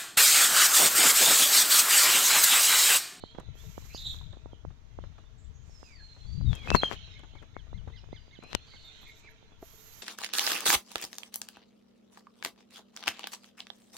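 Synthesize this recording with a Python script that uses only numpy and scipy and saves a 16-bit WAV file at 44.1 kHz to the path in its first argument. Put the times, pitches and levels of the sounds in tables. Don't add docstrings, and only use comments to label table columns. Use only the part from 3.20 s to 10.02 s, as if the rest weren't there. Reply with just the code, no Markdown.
import sys
import numpy as np
from scipy import signal
from scipy.fft import rfft, irfft, next_fast_len
from scipy.io import wavfile
from scipy.ndimage import uniform_filter1d, map_coordinates

SR = 44100
rng = np.random.default_rng(int(sys.argv[2]) if len(sys.argv) > 2 else 0)


def digitize_waveform(pressure):
    field = np.atleast_2d(pressure).T
    bounded = np.clip(field, -1, 1)
    quanta = np.round(bounded * 32767).astype(np.int16)
    wavfile.write(sys.argv[1], SR, quanta)


N = 300748
TIME = np.arange(N) / SR


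def amp(db):
    return 10 ** (np.asarray(db) / 20)


def unit(x):
    return x / np.sqrt(np.mean(x ** 2) + 1e-20)


def level(curve):
    return amp(np.interp(TIME, *np.transpose(curve)))


def at_hz(points, hz):
    f, value = np.transpose(points)
    return np.interp(np.log(hz + 1), np.log(f + 1), value)


def colour(x, points):
    size = next_fast_len(x.shape[-1])
    gain = amp(at_hz(points, np.fft.rfftfreq(size, 1 / SR)))
    return irfft(rfft(x, size) * gain, size)[..., :x.shape[-1]]


def noise(points):
    return unit(colour(rng.standard_normal(N), points))


def wander(per_s, size):
    knots = rng.standard_normal(4096)
    return map_coordinates(knots, [np.arange(size) * per_s / SR], order=2, mode="wrap")


def phase_of(hz):
    return 2 * np.pi * np.cumsum(hz) / SR


def panned(x, pan_db):
    return np.array([x * amp(pan_db / 2), x * amp(-pan_db / 2)])


def add(mix, start_s, sound):
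    part = mix[..., max(round(start_s * SR), 0):][..., :sound.shape[-1]]
    part += sound[..., :part.shape[-1]]


# f/Hz, left density/dB, right density/dB
TOWN_SPECTRUM = [(30.1, -73, -94), (107, -96.5, -82), (220, -91.5, -89), (450, -102, -100),
                 (950, -103, -101), (2000, -108, -104), (3720, -113, -108), (5600, -116, -111),
                 (6270, -111, -106), (7240, -121, -116), (8700, -130, -130), (12500, -131, -127),
                 (16000, -133, -133)]
# f/Hz, level/dB
DRONE_PARTIALS = [(441, -68.5), (641, -74), (937, -78), (1378, -79.5)]
# t/s, gain/dB
DRONE_SWELL = [(0, -9.5), (.45, 0.5), (.7, -16), (1.3, -2), (1.5, -13), (6.82, -7)]


def town(waver_hz=7):
    rows = np.array(TOWN_SPECTRUM)
    wash = np.array([colour(rng.standard_normal(N), rows[:, [0, side]]) for side in (1, 2)])
    drone = np.zeros(N)
    for hz, db in DRONE_PARTIALS:
        tone = np.sin(phase_of(hz + waver_hz * wander(33, N)))
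        drone += amp(db) * tone * (1 + 1.6 * wander(51, N))
    return wash * np.sqrt(SR / 2) + drone * level(DRONE_SWELL)


# t/s, body/dB, treble/dB, pan/dB
TICKS = [(0.1495, -46, -95, 1), (0.182, -45.5, -80, -12), (0.199, -45, -56, 1), (.942, -51, -91, 1),
         (1.1318, -48, -105, -2), (1.9822, -48, -91, 2), (3.353, -76, -54, 23), (3.484, -42, -72, 2),
         (3.9936, -53.5, -67, 13), (4.035, -46.5, -86, 10), (4.154, -54.5, -105, 19),
         (4.225, -48.5, -74, 16), (4.677, -45.5, -78, 5), (5.2256, -46.5, -93, 6), (5.2365, -52, -61.5, 12),
         (5.5372, -55.5, -85, -17)]
# f/Hz, level/dB
TICK_BODY = [(80, 8), (400, 0.5), (1200, -3), (2200, -14.5), (4000, -21.5), (16000, -56)]
TICK_TREBLE = [(1000, -28), (4000, -23), (7000, 7), (9500, -6), (12500, -6), (16000, -19.5)]


def grit(rise_s=0.00023, body_t60_s=0.074, treble_t60_s=0.026, tiny_per_s=10, tiny_db=-64):
    t = np.arange(SR // 8) / SR
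    attack = 1 - np.exp(-t / rise_s)
    dull, sharp = attack * amp(-60 * t / body_t60_s), attack * amp(-60 * t / treble_t60_s)
    body, treble = np.zeros((2, 2, N))
    for s, body_db, treble_db, pan_db in TICKS:
        add(body, s - .001, panned(amp(body_db + 1) * dull, pan_db))
        add(treble, s - .001, panned(amp(treble_db + 2) * sharp, pan_db))
    tiny = (rng.random(N) < tiny_per_s / SR) * rng.exponential(1, N)
    body += amp(tiny_db) * signal.oaconvolve(tiny, dull)[:N]
    common = noise(TICK_BODY)
    return np.array([low * unit(common + noise(TICK_BODY)) + high * noise(TICK_TREBLE)
                     for low, high in zip(body, treble)])


# t/s, level/dB
KNOCK_BLOWS = [(6.4238, -55), (6.4275, -40)]
# f/Hz, gain/dB, T60/s
KNOCK_MODES = [(150, -19, 0.074), (406, 6.5, 0.024), (660, 1.5, 0.047), (875, -21, 0.041),
               (1160, -20, 0.061)]


def knock():
    t, out = np.arange(SR // 4) / SR, np.zeros(N)
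    ring = sum(amp(db - 60 * t / t60_s) * np.sin(2 * np.pi * hz * t) for hz, db, t60_s in KNOCK_MODES)
    for s, db in KNOCK_BLOWS:
        add(out, s, -amp(db) * ring)
    return out


def spurt(start_s, length_s, db, growth_db, open_s=0.07, shut_t60_s=0.31):
    t = TIME - start_s
    opening = np.clip(t / open_s, 0, 1) ** 2
    held_db = db + growth_db * np.clip(t / length_s, 0, 1)
    return opening * amp(held_db - 60 * np.maximum(t - length_s, 0) / shut_t60_s)


# t/s, length/s, level/dB, growth/dB, nozzle whistle re hiss/dB
SPURTS = [(0.321, 0.634, -58, 2, -5), (2.397, 0.31, -67, 5.5, -22), (2.76, 0.4, -70.5, 2.5, -30),
          (5.405, 0.6, -70.5, 7.5, -19.5), (6.371, 0.53, -60.5, 8.5, 1.5)]
# f/Hz, level/dB
HISS_SPECTRUM = [(600, -9), (2000, -4), (3500, -7), (5200, -4), (6700, 1), (7800, -7), (9000, -21),
                 (10200, -22), (16000, -29)]
NOZZLE_SPECTRUM = [(8000, -35), (10000, -22.5), (11200, -9), (12600, 2), (13700, -16), (15500, -19)]
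# f/Hz, gain/dB
HISS_LEFT_GAIN = [(1000, -3), (4000, -18), (7000, -8.5), (9500, -1), (12500, -25.5), (15000, -6)]
# t/s, length/s, f/Hz, level/dB
SQUEAKS = [(5.64, .046, 12400, -74), (5.805, .042, 12800, -68), (5.864, 0.058, 12800, -70),
           (5.945, 0.066, 12700, -71), (6.091, 0.035, 11600, -74)]


def valve(flutter_db=1, sputter_db=4, squeak_left_db=-20):
    flutter = amp(flutter_db * wander(81, N))
    hiss = sum(spurt(s, length_s, db, growth_db) for s, length_s, db, growth_db, _ in SPURTS)
    nozzle = sum(spurt(s, length_s, db + whistle_db, growth_db)
                 for s, length_s, db, growth_db, whistle_db in SPURTS)
    left, right = (flutter * (hiss * noise(HISS_SPECTRUM) + nozzle * noise(NOZZLE_SPECTRUM))
                   for _ in range(2))
    squeaks = np.zeros(N)
    for s, length_s, hz, db in SQUEAKS:
        size = int(length_s * SR)
        tone = np.sin(phase_of(hz + 480 * wander(1600, size)))
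        sputter = amp(sputter_db * wander(297, size))
        add(squeaks, s, amp(db) * unit(tone * signal.windows.tukey(size, .5) * sputter))
    return np.array([colour(left, HISS_LEFT_GAIN) + amp(squeak_left_db) * squeaks, right + squeaks])


def swells(rows, edge_db=-20, roundness=1.53):
    return sum(amp(db + edge_db * np.minimum(abs(2 * (TIME - s) / length_s), 10) ** roundness)
               for s, length_s, db in rows)


# t/s, level/dB
WIND_LEVEL = [(0, -52), (.72, -46.5), (.9, -36.5), (1.15, -45), (1.65, -54.5), (2.6, -47.5), (2.98, -48.5),
              (3.3, -18), (3.37, -41.5), (3.95, -41.5), (4.2, -50), (4.5, -42.5), (4.93, -42.5),
              (5.1, -52.5), (6.82, -63.5)]
# peak t/s, length/s, level/dB
BUFFETS = [(.295, 0.093, -37.5), (.48, 0.11, -40), (1.26, .14, -49), (1.48, 0.13, -38), (1.83, 0.28, -39.5),
           (2.28, 0.12, -43), (3.54, 0.092, -22.5), (4.56, 0.11, -36.5), (5.35, 0.042, -34.5)]
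GUSTS = [(3.35, 0.16, -46), (3.5, 0.17, -39.5), (3.553, 0.038, -21), (3.645, 0.14, -38.5),
         (3.725, .07, -34), (5.325, 0.14, -47.5), (5.351, 0.0098, -20)]
# f/Hz, level/dB
RUMBLE_SPECTRUM = [(10, -17.5), (28, 4), (50, 4.5), (90, 2.5), (140, -5.5), (200, -22.5), (300, -32.5),
                   (600, -68), (2000, -98)]
RUSH_SPECTRUM = [(40, -7.5), (150, 7.5), (380, 3.5), (1100, -1), (2200, -6), (4500, -11), (7000, -14.5),
                 (9500, -29), (13000, -24.5), (16000, -38)]


def wind(rumble_db=(0, -23), rush_db=(-1, -19), lump_db=2.5, tear_db=2.2, strong_db=-38, brighten=1.243):
    out = np.zeros((2, N))
    strength = level(WIND_LEVEL) * amp(lump_db * wander(10, N)) + swells(BUFFETS)
    gusts = swells(GUSTS)
    fast_share = 1 / (1 + (amp(strong_db) / strength) ** 2)
    fast_spectrum = [(20, -2), (55, -1)] + [(hz * brighten, db) for hz, db in RUMBLE_SPECTRUM[2:]]
    for port in range(2):
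        eddies = (1 - fast_share) * noise(RUMBLE_SPECTRUM) + fast_share * noise(fast_spectrum)
        eddies /= np.sqrt(uniform_filter1d(eddies ** 2, size=2200) + 0.017)
        rush = unit(noise(RUSH_SPECTRUM) * amp(tear_db * wander(450, N)))
        out[port] = amp(rumble_db[port]) * strength * eddies + amp(rush_db[port]) * gusts * rush
    return out


# t/s, level/dB, Gaussian width/ms, port (0 left, 1 right)
POPS = [(0.0384, -19, .23, 1), (0.1863, -19.5, 0.26, 1), (0.5798, -20.5, .22, 1), (0.748, -23, 0.24, 1),
        (1.171, -32, 0.31, 1), (1.2595, -25.5, .26, 1), (1.333, -28, .3, 1), (1.451, -22, .23, 1),
        (1.7889, -22, .23, 1), (1.84, -31, .15, 1), (2.6306, -29, 0.17, 1), (3.2123, -30.5, 0.18, 1),
        (3.3313, -17.5, 0.059, 0), (3.475, -17, 0.11, 0), (3.504, -2, 0.043, 0), (3.5165, -7, 0.19, 0),
        (3.5486, 3, 0.17, 0), (3.5532, -4, 0.15, 0), (3.6344, -2, 0.12, 0), (3.636, -16, 0.33, 1),
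        (3.7138, -12.5, .11, 0), (3.724, -17, 0.07, 0), (4.3667, -18.5, .14, 0), (4.5307, -28, 0.22, 1),
        (4.6757, -28.5, 0.28, 1), (4.842, -36.5, 0.15, 1), (4.9299, -22.5, 0.31, 1), (5.19, -29.5, 0.47, 1),
        (5.3312, -14.5, .045, 0), (5.3503, -0.5, 0.024, 0)]


def wind_pops(low_cut_hz=(170, 110), overload_db=-.5, ring_hz=965, ring_t60_s=0.027, ring_db=0.5,
              small_per_s=2, small_db=-38):
    def dip(width_ms):
        ms = np.arange(-128, 129) * 1000 / SR
        return -np.exp(-.5 * (ms / max(width_ms, .028)) ** 2)

    t, out = np.arange(SR // 20) / SR, np.zeros((2, N))
    ring = amp(ring_db - 60 * t / ring_t60_s) * np.sin(2 * np.pi * ring_hz * t)
    for s, db, width_ms, port in POPS:
        add(out[port], s - 128 / SR, amp(db) * dip(width_ms))
        overload = max(amp(db) - amp(overload_db), 0)
        add(out[port], s, overload * ring)
    small = (rng.random(N) < small_per_s / SR) * rng.uniform(0.64, 1, N)
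    out[1] += amp(small_db) * signal.oaconvolve(small, dip(width_ms=0.26), "same")
    return np.array([signal.lfilter(*signal.butter(2, hz, "high", fs=SR), x)
                     for x, hz in zip(out, low_cut_hz)])


# t/s, level/dB
CHORUS_LEVEL = [(0, -65), (.6, -66), (1.05, -65), (1.55, -84), (1.85, -65.5), (2.3, -82), (3.75, -55.5),
                (4.4, -71.5), (5.1, -68), (5.75, -58.5), (6.35, -71.5), (6.82, -62.5)]
# f/Hz, level/dB
CHORUS_SPECTRUM = [(1200, -9), (2200, -0.5), (2700, -0.5), (3200, 3.5), (4100, 2.5), (4700, -16),
                   (6600, -7.5), (8500, -51.5), (16000, -64.5)]


def far_birds(patch_db=5, pan_db=-7):
    hz, _, bins = signal.stft(rng.standard_normal((2, N)), SR, nperseg=1024, noverlap=768)
    patches = uniform_filter1d(rng.standard_normal(bins.shape[1:]), size=4, axis=0)
    streaks = unit(uniform_filter1d(patches, size=14, axis=1))
    bins *= amp(at_hz(CHORUS_SPECTRUM, hz)[:, None] + patch_db * streaks)
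    chorus = signal.istft(bins, SR, nperseg=1024, noverlap=768)[1][:, :N]
    return unit(chorus) * panned(level(CHORUS_LEVEL), pan_db)


# f/Hz, T60/s
STATION_T60 = [(200, 0.74), (2500, 1), (4000, 0.79), (7000, 1), (14000, 0.37)]


def echoes(x, slap_db=-9, slap_t60_s=.2, tail_db=-13, taps_per_s=2000):
    t = np.arange(SR) / SR
    taps = rng.standard_normal((2, SR)) * (rng.random((2, SR)) < taps_per_s / SR) * (t > .004)
    hz, age_s, bins = signal.stft(taps, SR, nperseg=256)
    decay = amp(-60 * age_s / at_hz(STATION_T60, hz)[:, None])
    tail = signal.istft(bins * decay, SR, nperseg=256)[1][:, :SR]
    slap = taps * amp(-60 * t / slap_t60_s)
    early, late = (signal.fftconvolve(x, response / np.linalg.norm(response[0]), axes=1)[:, :N]
                   for response in (slap, tail))
    flicker = np.array([.6 + .8 * wander(350, N) for _ in range(2)])
    return amp(slap_db) * early + amp(tail_db) * late * flicker


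# t/s, level/dB, pitch factor
CALLS = [(3.728, -62, 0.75), (3.93, -54.5, 1.01), (4.137, -55.5, 1.04), (4.339, -55.5, 1.02),
         (4.531, -55, 0.98), (4.72, -50.5, 0.96), (4.918, -50.5, .98), (5.107, -51.5, 1),
         (5.305, -49.5, 0.92), (5.511, -50.5, 0.99)]
# t/s from onset, f/Hz, gain/dB
CALL_ARCH = [(0, 1583, -1), (.009, 2053, -9.5), (0.024, 2173, -6.5), (0.043, 2141, -3.5),
             (0.048, 1730, -1.5), (.063, 1509, -.5), (.085, 1465, -11.5)]


def arched_calls(jitter=.013, waver_db=2.5, pan_db=-8):
    throat = [(1400, -23), (2200, -0.5), (2700, -10), (3200, -4.5), (3800, -0.5),
              (4400, -20), (5200, -33), (6500, -17.5), (7500, -51)]
    arch_s, arch_hz, arch_db = np.transpose(CALL_ARCH)
    t, out = np.arange(0, arch_s[-1], 1 / SR), np.zeros(N)
    contour_hz = uniform_filter1d(np.interp(t, arch_s, arch_hz), size=300)
    for s, db, factor in CALLS:
        hz = factor * contour_hz * (1 + jitter * wander(358, len(t)))
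        voice = sum(amp(at_hz(throat, k * hz)) * np.sin(k * phase_of(hz)) for k in (1, 2, 3))
        swell = amp(db + np.interp(t, arch_s, arch_db) + waver_db * wander(167, len(t)))
        add(out, s, voice * swell * signal.windows.tukey(len(t), .15))
    dry = panned(out, pan_db)
    return dry + echoes(dry)


def bird_note(length_s, start_hz, end_hz, spread, buzz_hz, overtone_db, arch=.008, waver_db=3.2):
    size = int(length_s * SR)
    progress, depth_hz = np.linspace(0, 1, size), spread * start_hz
    glide_hz = (start_hz + (end_hz - start_hz) * progress) * (1 + arch * np.sin(np.pi * progress))
    flutter = np.sin(phase_of(buzz_hz * (1 + .08 * wander(150, size))))
    jitter_hz = (30 + .13 * depth_hz) * wander(500, size)
    phase = phase_of(glide_hz + depth_hz * flutter + jitter_hz)
    swell = signal.windows.tukey(size, 0.2) * amp(waver_db * wander(110, size))
    throb = 1 + 0.42 * np.tanh(depth_hz / 250) * flutter
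    return unit(swell * throb * (np.sin(phase) + amp(overtone_db) * np.sin(2 * phase)))


def faint_chirps(count=12, length_s=0.057, db=-80, low_hz=2400, high_hz=4200, glide=0.23, pan_db=-9):
    slot, pitch, slope = rng.random((count, 3)).T
    times_s = (np.arange(count) + slot) * N / SR / count
    start_hz = low_hz * (high_hz / low_hz) ** pitch
    end_hz = start_hz * (1 + glide * (2 * slope - 1))
    return [(s, length_s, start, end, db, pan_db) for s, start, end in zip(times_s, start_hz, end_hz)]


# t/s, length/s, start f/Hz, end f/Hz, level/dB, pan/dB
WHISTLES = [(0, 0.16, 2950, 3346, -69, -16.5), (0.368, 0.066, 3100, 3760, -66, -10),
            (1.319, 0.036, 3310, 2910, -71, -15), (2.037, 0.046, 3420, 3620, -76.5, -9),
            (2.496, 0.19, 5440, 4820, -67, -4.5), (2.626, .2, 2850, 1554, -66.5, -8.5),
            (2.715, 0.1, 4900, 4120, -63, 3), (2.802, 0.14, 4210, 4143, -59, -6),
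            (2.93, .12, 4140, 4120, -65, 2.5), (3.057, 0.18, 4493, 4685, -63, -6.5),
            (3.252, 0.098, 3855, 3230, -53, 3.5), (3.337, 0.13, 2730, 2030, -61, -10),
            (3.338, .11, 3140, 3350, -53.5, 0), (3.477, 0.084, 2506, 2707, -39.5, -5.5),
            (3.559, .049, 4332, 4034, -33.5, -5.5), (3.615, .073, 3252, 3138, -33, 1.5),
            (3.763, 0.0554, 3015, 3100, -61, -21), (3.832, .13, 3930, 3657, -61, -1),
            (3.914, 0.034, 5310, 4950, -76, -12), (4.895, 0.24, 4800, 4680, -78, -2),
            (5.187, 0.29, 3995, 4210, -66.5, 7), (5.64, 0.065, 3704, 3487, -55, -6.5),
            (5.726, 0.13, 3030, 3430, -72, -18), (6.072, 0.021, 2274, 1620, -58, -13)]
# t/s, length/s, start f/Hz, end f/Hz, level/dB
TRILLS = [(0, 0.13, 4030, 3830, -61), (0.696, 0.08, 2210, 3010, -59.5), (0.738, 0.031, 4570, 4600, -48),
          (.743, 0.037, 5900, 6520, -56), (0.77, .11, 3745, 3680, -47), (0.844, 0.08, 3700, 3572, -40.5),
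          (2.175, 0.088, 7220, 7450, -70), (2.333, .11, 6220, 6440, -73.5),
          (4.758, 0.04, 4400, 5280, -66.5), (5.216, .15, 2350, 2800, -61.5), (5.46, 0.24, 4330, 3910, -62),
          (5.658, 0.35, 4015, 3510, -66.5), (5.855, 0.059, 2170, 2126, -57),
          (6.029, 0.053, 2320, 2300, -62)]


def birdsong(near_db=-48, echo_slope=0.25, trill_echo_db=3):
    direct, send = np.zeros((2, 2, N))
    for s, length_s, start_hz, end_hz, db, pan_db in WHISTLES + faint_chirps():
        note = bird_note(length_s, start_hz, end_hz, spread=.007, buzz_hz=137.5, overtone_db=-27.5)
        whistle = panned(amp(db) * note, pan_db)
        add(direct, s, whistle)
        add(send, s, whistle * amp(echo_slope * (near_db - db)))
    for s, length_s, start_hz, end_hz, db in TRILLS:
        note = bird_note(length_s, start_hz, end_hz, spread=0.077, buzz_hz=236.2, overtone_db=-16.5)
        trill = panned(amp(db) * note, pan_db=-4)
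        add(direct, s, trill)
        add(send, s, trill * amp(trill_echo_db))
    return colour(direct + echoes(send), [(7400, 0), (8600, -24)])


def scene():
    birds = birdsong() + arched_calls() + far_birds()
    return birds + wind_pops() + wind() + grit() + knock() + valve() + town()


def record(dry):
    low_pass = signal.firwin(511, 15800, window=("kaiser", 9), fs=SR)
    return signal.oaconvolve(np.clip(dry, -1, 1), low_pass[None], "same")


dry = scene()
out = record(dry)
digitize_waveform(out)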